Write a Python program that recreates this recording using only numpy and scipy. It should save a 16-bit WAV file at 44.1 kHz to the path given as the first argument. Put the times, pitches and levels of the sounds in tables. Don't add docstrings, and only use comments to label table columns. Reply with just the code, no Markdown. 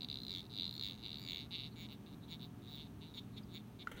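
import sys
import numpy as np
from scipy import signal
from scipy.fft import rfft, irfft, next_fast_len
from scipy.io import wavfile
from scipy.ndimage import uniform_filter1d, map_coordinates

SR = 44100
rng = np.random.default_rng(int(sys.argv[2]) if len(sys.argv) > 2 else 0)


def put_to_file(sound):
    columns = np.atleast_2d(sound).T
    safe = np.clip(columns, -1, 1)
    whole_steps = np.round(safe * 32767)
    wavfile.write(sys.argv[1], SR, whole_steps.astype(np.int16))


N = 176400

# time_s, slips_per_s, strength_db
SPOOL_CREAKS = [
    [(0.0087, 101.7, -38), (0.0193, 81.8, -34), (0.0468, 65.8, -33)],
    [(0.0876, 77.1, -35), (0.101, 73.2, -31), (0.1728, 66.5, -36), (0.2183, 63.2, -45), (0.2677, 59.8, -39),
     (0.3073, 91.6, -34), (0.3284, 97.0, -37), (0.35, 87.0, -32), (0.3944, 93.8, -35), (0.4294, 77.9, -50),
     (0.465, 87.1, -51)],
    [(0.4979, 146.5, -50), (0.5207, 115.6, -44), (0.5866, 96.5, -32), (0.598, 80.9, -29),
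     (0.6437, 95.8, -31), (0.7116, 51.1, -37), (0.7279, 75.8, -41), (0.7651, 82.0, -41),
     (0.7795, 57.6, -39), (0.8122, 66.1, -32), (0.8369, 97.0, -31), (0.8657, 108.3, -32),
     (0.8978, 79.0, -36), (0.9105, 82.1, -36), (0.9602, 114.0, -52)],
    [(0.9775, 118.7, -50), (1.0205, 115.7, -50), (1.0372, 119.1, -38), (1.0455, 117.0, -40),
     (1.063, 115.8, -33), (1.072, 98.2, -39), (1.1181, 77.7, -36), (1.1713, 70.0, -38), (1.2077, 98.2, -47),
     (1.2382, 95.2, -45), (1.2502, 69.8, -42), (1.2979, 98.5, -34), (1.3465, 66.5, -32), (1.4, 120.8, -38),
     (1.4284, 159.7, -44), (1.4692, 141.1, -58)],
    [(1.5092, 152.8, -44), (1.5267, 190.8, -39), (1.5525, 195.0, -33), (1.5763, 140.7, -40),
     (1.5984, 133.4, -35), (1.6279, 134.8, -42), (1.6356, 128.9, -38), (1.6755, 168.7, -44),
     (1.6896, 146.2, -58)],
    [(1.7597, 163.1, -53), (1.8091, 162.1, -45), (1.8388, 241.4, -47), (1.843, 225.8, -50),
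     (1.8524, 188.9, -44), (1.8651, 142.5, -49)],
    [(1.8885, 107.9, -50), (1.9263, 156.0, -46), (1.9317, 210.8, -50), (1.9545, 229.5, -62)],
    [(2.0638, 174.7, -53), (2.121, 140.7, -62), (2.1283, 127.3, -54), (2.1443, 122.6, -55)],
    [(2.2829, 151.2, -57), (2.327, 168.2, -38), (2.358, 159.5, -48), (2.3623, 172.2, -60)],
    [(2.3961, 105.0, -51), (2.43, 130.3, -42), (2.4374, 151.6, -47), (2.4434, 166.0, -44),
     (2.4659, 179.1, -59)],
    [(2.6223, 125.9, -59), (2.6491, 99.8, -54), (2.7155, 164.2, -49), (2.7473, 105.4, -43),
     (2.7694, 158.3, -48), (2.7762, 137.3, -42), (2.8109, 153.1, -43), (2.8422, 161.7, -51),
     (2.8487, 180.1, -59), (2.8734, 214.8, -57)],
    [(3.0117, 168.7, -55), (3.0176, 145.6, -50), (3.0305, 171.7, -49), (3.1193, 147.1, -62)],
    [(3.1409, 167.9, -49), (3.1666, 222.0, -48), (3.179, 266.3, -38), (3.1926, 316.4, -40),
     (3.1956, 324.0, -44)],
    [(3.3666, 349.4, -53), (3.3815, 331.7, -42), (3.3957, 366.6, -59)],
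    [(3.4878, 155.6, -62), (3.5351, 179.3, -51), (3.5547, 134.6, -41), (3.5788, 199.6, -44),
     (3.5833, 188.8, -56), (3.6089, 139.7, -58)],
    [(3.7906, 203.1, -57), (3.7955, 199.6, -48), (3.8272, 243.6, -45), (3.835, 259.0, -59)],
    [(3.9724, 155.5, -54), (3.996, 181.6, -49)],
]
# base_pitch_hz, relative_db, rise_s, fall_s
HOLDER_RINGS = [(3872, 0, .00046, 0.00062), (4600, -13.5, 0.00032, 0.0014), (3643, -29, 0.00074, 0.0054)]
HOLDER_LOW_RINGS = [(2853, -16, 0.0012, 0.00034), (2242, -25, 0.00066, 0.0013)]
# time_s, gain_db
LOW_RING_GAIN = [(.03, -1.5), (.2, -1.5), (.37, -4), (.6, -2.5), (.82, -3), (.95, 4), (1.12, 2.5),
                 (1.35, 4), (1.6, 6), (1.82, 3.5), (1.93, 10), (2.33, 1), (2.75, 1.5), (3.05, 9), (3.2, -5),
                 (3.8, 1)]
# frequency_hz, relative_db
SNAP_SPECTRUM = [(600, 0.5), (2000, -19), (5000, 8), (8000, -8), (10500, -7), (12000, -4), (14000, -2),
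                 (15500, -11)]
# time_s, pitch_hz, pluck_db
THREAD_SWINGS = [
    [(.04, 4600, -51), (.06, 4400, -52), (.085, 4050, -54)],
    [(.14, 4200, -58), (.19, 4070, -50), (.24, 4170, -47), (.31, 3980, -48), (.35, 3600, -48),
     (.4, 3400, -49)],
    [(.61, 4150, -50), (.66, 4150, -49), (.73, 4170, -49), (.78, 4330, -47), (.84, 4080, -44),
     (.855, 3480, -45), (.89, 3380, -50)],
    [(1.12, 4250, -56), (1.19, 4430, -53), (1.24, 4690, -52), (1.3, 4280, -49), (1.34, 4270, -78)],
    [(2.67, 3770, -50), (2.71, 3960, -63), (2.75, 3920, -46), (2.78, 3420, -54)],
    [(3.07, 4100, -65), (3.12, 3830, -65), (3.145, 3850, -54), (3.175, 3340, -65)],
]
# time_s, width_s, low_ring_db, high_ring_db
HOOK_PULLS = [(.345, 0.046, -60, -64), (0.844, 0.086, -65, -61.5), (1.31, 0.066, -53.5, -57),
              (1.814, .035, -57.5, -63.5), (2.332, 0.015, -58, -62.5), (2.75, 0.055, -77, -75),
              (3.181, .018, -66, -66.5), (3.38, 0.015, -63.5, -72), (3.566, 0.016, -56, -63.5),
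              (3.82, .015, -60, -79)]
# base_pitch_hz, ring_time_s, ahead_of_pull_s, glide_fraction_per_s
HOOK_RINGS = [(2250, 0.024, 0.0025, -0.21), (6790, 0.025, 0.014, -0.31)]
# time_s, width_s, pitch_hz, level_db
THREAD_SLIDES = [(1.73, 0.01, 4150, -66), (2.238, .012, 3860, -66), (2.292, 0.0068, 3540, -63),
                 (3.21, 0.011, 3830, -78), (3.355, 0.023, 3900, -70), (3.436, .004, 4800, -68)]
# time_s, width_s, pitch_hz, strength_db
HIGH_FLICKERS = [(.24, 0.035, 15000, -60), (.36, .04, 15400, -63), (.74, .04, 14340, -57),
                 (.86, .05, 15700, -58), (1.22, 0.039, 14500, -56), (1.33, .04, 15260, -54),
                 (1.81, 0.016, 15500, -56), (1.92, 0.013, 15000, -60), (2.32, .02, 15700, -60),
                 (2.44, 0.014, 15250, -59), (2.74, 0.044, 15050, -60.5), (3.17, .02, 15100, -67),
                 (3.56, .02, 15600, -61)]
# time_s, strength_db
TOOL_CLICKS = [(3.873, -33)]
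# base_pitch_hz, relative_db, rise_s, fall_s
TOOL_RINGS = [(1510, 2, 0.00076, 0.0022), (2150, -12, 0.00017, 0.0017), (3060, -19, 0.00031, .0009),
              (4370, -26, .0005, 0.0014), (5170, -24, .0005, 0.00073), (6250, -29, 0.00043, .0008),
              (7770, -30, 0.00063, 0.0023)]
# time_s, strength_db, rise_s, fade_time_s
FINGER_RUBS = [(3.876, -59, 0.0015, 0.21), (3.914, -42.5, 0.0022, 0.046), (3.929, -60, 0.008, 0.52),
               (3.962, -62.5, 0.0031, 0.75)]
# frequency_hz, relative_db
RUB_SPECTRUM = [(290, -23), (500, 2), (670, -13), (936, 0.5), (1030, -13), (1110, -13), (1420, 1),
                (1660, -7.5), (2070, 0), (2480, -13), (2980, -3), (5130, -33), (6240, -18), (6780, -23),
                (14000, -24)]
# time_s, strength_db, pitch_hz, rise_s, fall_s
VICE_BUMPS = [(3.925, -54, 252, 0.00092, 0.0091), (3.94, -50, 45, .002, 0.018)]
# frequency_hz, relative_db
RUMBLE_SPECTRUM = [(15, -44), (25, -26.5), (57, -6), (86, -6.5), (118, -3.5), (144, -7), (208, -2.5),
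                   (286, -6), (329, -12.5), (414, -12), (512, -24), (667, -24.5), (728, -21.5),
                   (768, -24.5), (900, -21), (1020, -26), (1220, -25.5), (1500, -30.5), (1700, -29.5),
                   (2210, -65), (3740, -120)]
HISS_SPECTRUM = [(1200, -40), (1800, 1), (3000, 1), (4000, -1.5), (5000, -8), (6100, -5), (7500, -10.5),
                 (9000, -6.5), (10600, -12.5), (12000, -3.5), (13000, -12), (15500, -7)]
# pitch_hz, average_level_db
HUM_TONES = [(101, -69.5), (162, -66), (209, -66), (285, -72), (360, -82.5), (600, -84.5), (720, -82)]

TICK_LEAD_S = 0.003


def spool_slips():
    slips = []
    for creak in SPOOL_CREAKS:
        times, rates, levels = np.transpose(creak)
        t = np.arange(times[0], times[-1] + .5 / rates[-1], 1 / SR)
        steps = np.cumsum(np.interp(t, times, rates)) / SR
        slip_times = np.interp(np.arange(int(steps[-1]) + 1), steps, t)
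        slips += zip(slip_times, np.interp(slip_times, times, levels))
    jitter_s, uneven_db = 0.00004, 0.6
    return [(s + jitter_s * rng.standard_normal(), amp(db + uneven_db * rng.standard_normal()))
            for s, db in slips]


def holder_ticks(slips):
    sink_per_s, mistune = 0.0099, 0.012
    out = np.zeros(N)
    for s, strength in slips:
        dip = 0.039 * bell(since_pull(s), centre=0.029, width=0.027)
        main = tick(HOLDER_RINGS, tuning=1 - sink_per_s * s + mistune * rng.standard_normal() - dip)
        low = tick(HOLDER_LOW_RINGS, tuning=1 + mistune * rng.standard_normal())
        low_gain = amp(np.interp(s, *np.transpose(LOW_RING_GAIN)))
        add(out, s - TICK_LEAD_S, strength * (main + low_gain * low))
    easing_db = -1 - 0.17 * clock()
    return amp(easing_db) * out


def slip_snaps(kicks):
    t = clock()
    level_db = -32 - 2.5 * t + 3.5 * bell(since_pull(t), centre=0, width=0.073)
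    bursts = fade(kicks ** 0.56, fade_time_s=0.0067)
    spread_s = 0.0028
    softened = uniform_filter1d(bursts, int(spread_s * SR))
    return amp(level_db) * softened * noise(SNAP_SPECTRUM)


def taut_thread(kicks):
    t, out = clock(), np.zeros(N)
    scatter_db = 2
    for swing in THREAD_SWINGS:
        times, pitches, levels = np.transpose(swing)
        plucked = (kicks > 0) * (t > times[0]) * (t < times[-1])
        strength = amp(np.interp(t, times, levels) + scatter_db * rng.standard_normal(N))
        out += ring(plucked * strength, np.interp(t, times, pitches), ring_time_s=0.036)
    return out


def hook(kicks):
    out, slip_samples = np.zeros(N), np.flatnonzero(kicks)
    for k, (hz, ring_time_s, ahead_s, glide) in enumerate(HOOK_RINGS):
        tugs = np.zeros(N)
        for s, width, *ring_db in HOOK_PULLS:
            tugs[slip_samples] += amp(ring_db[k]) * bell(slip_samples / SR, s - ahead_s, width)
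        out += ring(tugs, hz * (1 + glide * since_pull(clock())), ring_time_s)
    return out


def sliding_thread():
    return hisses(THREAD_SLIDES, width_hz=280)


def high_whistle(kicks):
    return fade(np.sign(kicks), fade_time_s=0.011) * hisses(HIGH_FLICKERS, width_hz=100)


def tool_handling():
    click, rubbing = np.zeros(N), np.zeros(N)
    for s, db in TOOL_CLICKS:
        add(click, s - TICK_LEAD_S, amp(db) * tick(TOOL_RINGS, tuning=0.921))
    for s, db, rise, fade_time_s in FINGER_RUBS:
        age = np.maximum(clock() - s, 0)
        rubbing += amp(db) * (1 - np.exp(-age / rise)) * np.exp(-np.log(1000) * age / fade_time_s)
    return click + rubbing * noise(RUB_SPECTRUM)


def vice_bumps():
    out = np.zeros(N)
    for s, db, hz, rise, fall in VICE_BUMPS:
        age = np.maximum(clock() - s, 0)
        shape = (1 - np.exp(-age / rise)) * np.exp(-age / fall)
        out += amp(db) * shape * np.sin(2 * np.pi * hz * age)
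    return out


def room_echo(sound, fade_time_s=0.16, level_db=-14):
    t = np.arange(SR // 3) / SR
    tail = rng.standard_normal(len(t)) * np.exp(-np.log(1000) * t / fade_time_s)
    return amp(level_db) * signal.fftconvolve(sound, tail / np.linalg.norm(tail))[:N]


def room_background():
    t = clock()
    waver_db, drift_rad = 3, 0.31
    swell_db, swell_period_s, swell_peak_s = 3.5, 0.873, 0.8

    def tone(hz, db):
        phase = 2 * np.pi * hz * t + drift_rad * wobble(per_s=5.1)
        return amp(db) * np.sqrt(2) * np.sin(phase)

    hum = sum(tone(hz, db + waver_db * wobble(per_s=3.967)) for hz, db in HUM_TONES)
    swell = np.cos(2 * np.pi * (t - swell_peak_s) / swell_period_s)
    mains = tone(hz=119.95, db=-60.5 + swell_db * swell)
    return amp(-55) * noise(RUMBLE_SPECTRUM) + amp(-71.5) * noise(HISS_SPECTRUM) + hum + mains


def tick(rings, tuning):
    t = np.arange(SR // 50) / SR - TICK_LEAD_S
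    out = np.zeros(len(t))
    for hz, db, rise, fall in rings:
        shape = np.where(t < 0, bell(t, 0, rise), 1 / np.cosh(t / fall))
        out += amp(db) * shape * np.sin(2 * np.pi * hz * tuning * t)
    return out


def ring(kicks, hz, ring_time_s):
    spin = np.exp(2j * np.pi * np.cumsum(hz) / SR)
    return (spin * fade(kicks / spin, ring_time_s)).imag


def fade(kicks, fade_time_s):
    return signal.lfilter([1], [1, -np.exp(-np.log(1000) / (fade_time_s * SR))], kicks)


def since_pull(t):
    pulls = np.array(HOOK_PULLS)[:, 0]
    halfway = (pulls[1:] + pulls[:-1]) / 2
    return t - pulls[np.searchsorted(halfway, t)]


def hisses(rows, width_hz):
    out = np.zeros(N)
    for s, width_s, hz, db in rows:
        band = filtered(rng.standard_normal(N), lambda f: bell(f, hz, width_hz))
        out += amp(db) * bell(clock(), s, width_s) * unit(band)
    return out


def noise(spectrum):
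    hz, db = np.transpose(spectrum)
    gain_at = lambda f: amp(np.interp(np.log(f + 1), np.log(hz), db))
    return unit(filtered(rng.standard_normal(N), gain_at))


def filtered(sound, gain_at):
    size = next_fast_len(N + SR // 2)
    return irfft(rfft(sound, size) * gain_at(np.fft.rfftfreq(size, 1 / SR)), size)[:N]


def wobble(per_s):
    return map_coordinates(rng.standard_normal(int(N * per_s / SR) + 4), [clock() * per_s])


def bell(x, centre, width):
    return np.exp(-.5 * ((x - centre) / width) ** 2)


def add(out, start_s, sound):
    i = int(np.clip(round(start_s * SR), 0, N))
    out[i:i + len(sound)] += sound[:N - i]


def amp(db):
    return 10 ** (np.asarray(db) / 20)


def unit(sound):
    return sound / np.sqrt(np.mean(sound ** 2) + 1e-20)


def clock():
    return np.arange(N) / SR


def scene():
    slips = spool_slips()
    kicks = np.zeros(N)
    tick_rise_s = HOLDER_RINGS[0][2]
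    for s, strength in slips:
        add(kicks, s - tick_rise_s, np.array([strength]))
    near = holder_ticks(slips) + slip_snaps(kicks) + hook(kicks) + taut_thread(kicks)
    near += sliding_thread() + high_whistle(kicks) + tool_handling() + vice_bumps()
    return (near + room_echo(near) + room_background())[None]


def record(dry, top_hz=15900):
    return filtered(dry[0], lambda hz: hz < top_hz)[None]


dry = scene()
out = record(dry)
put_to_file(out)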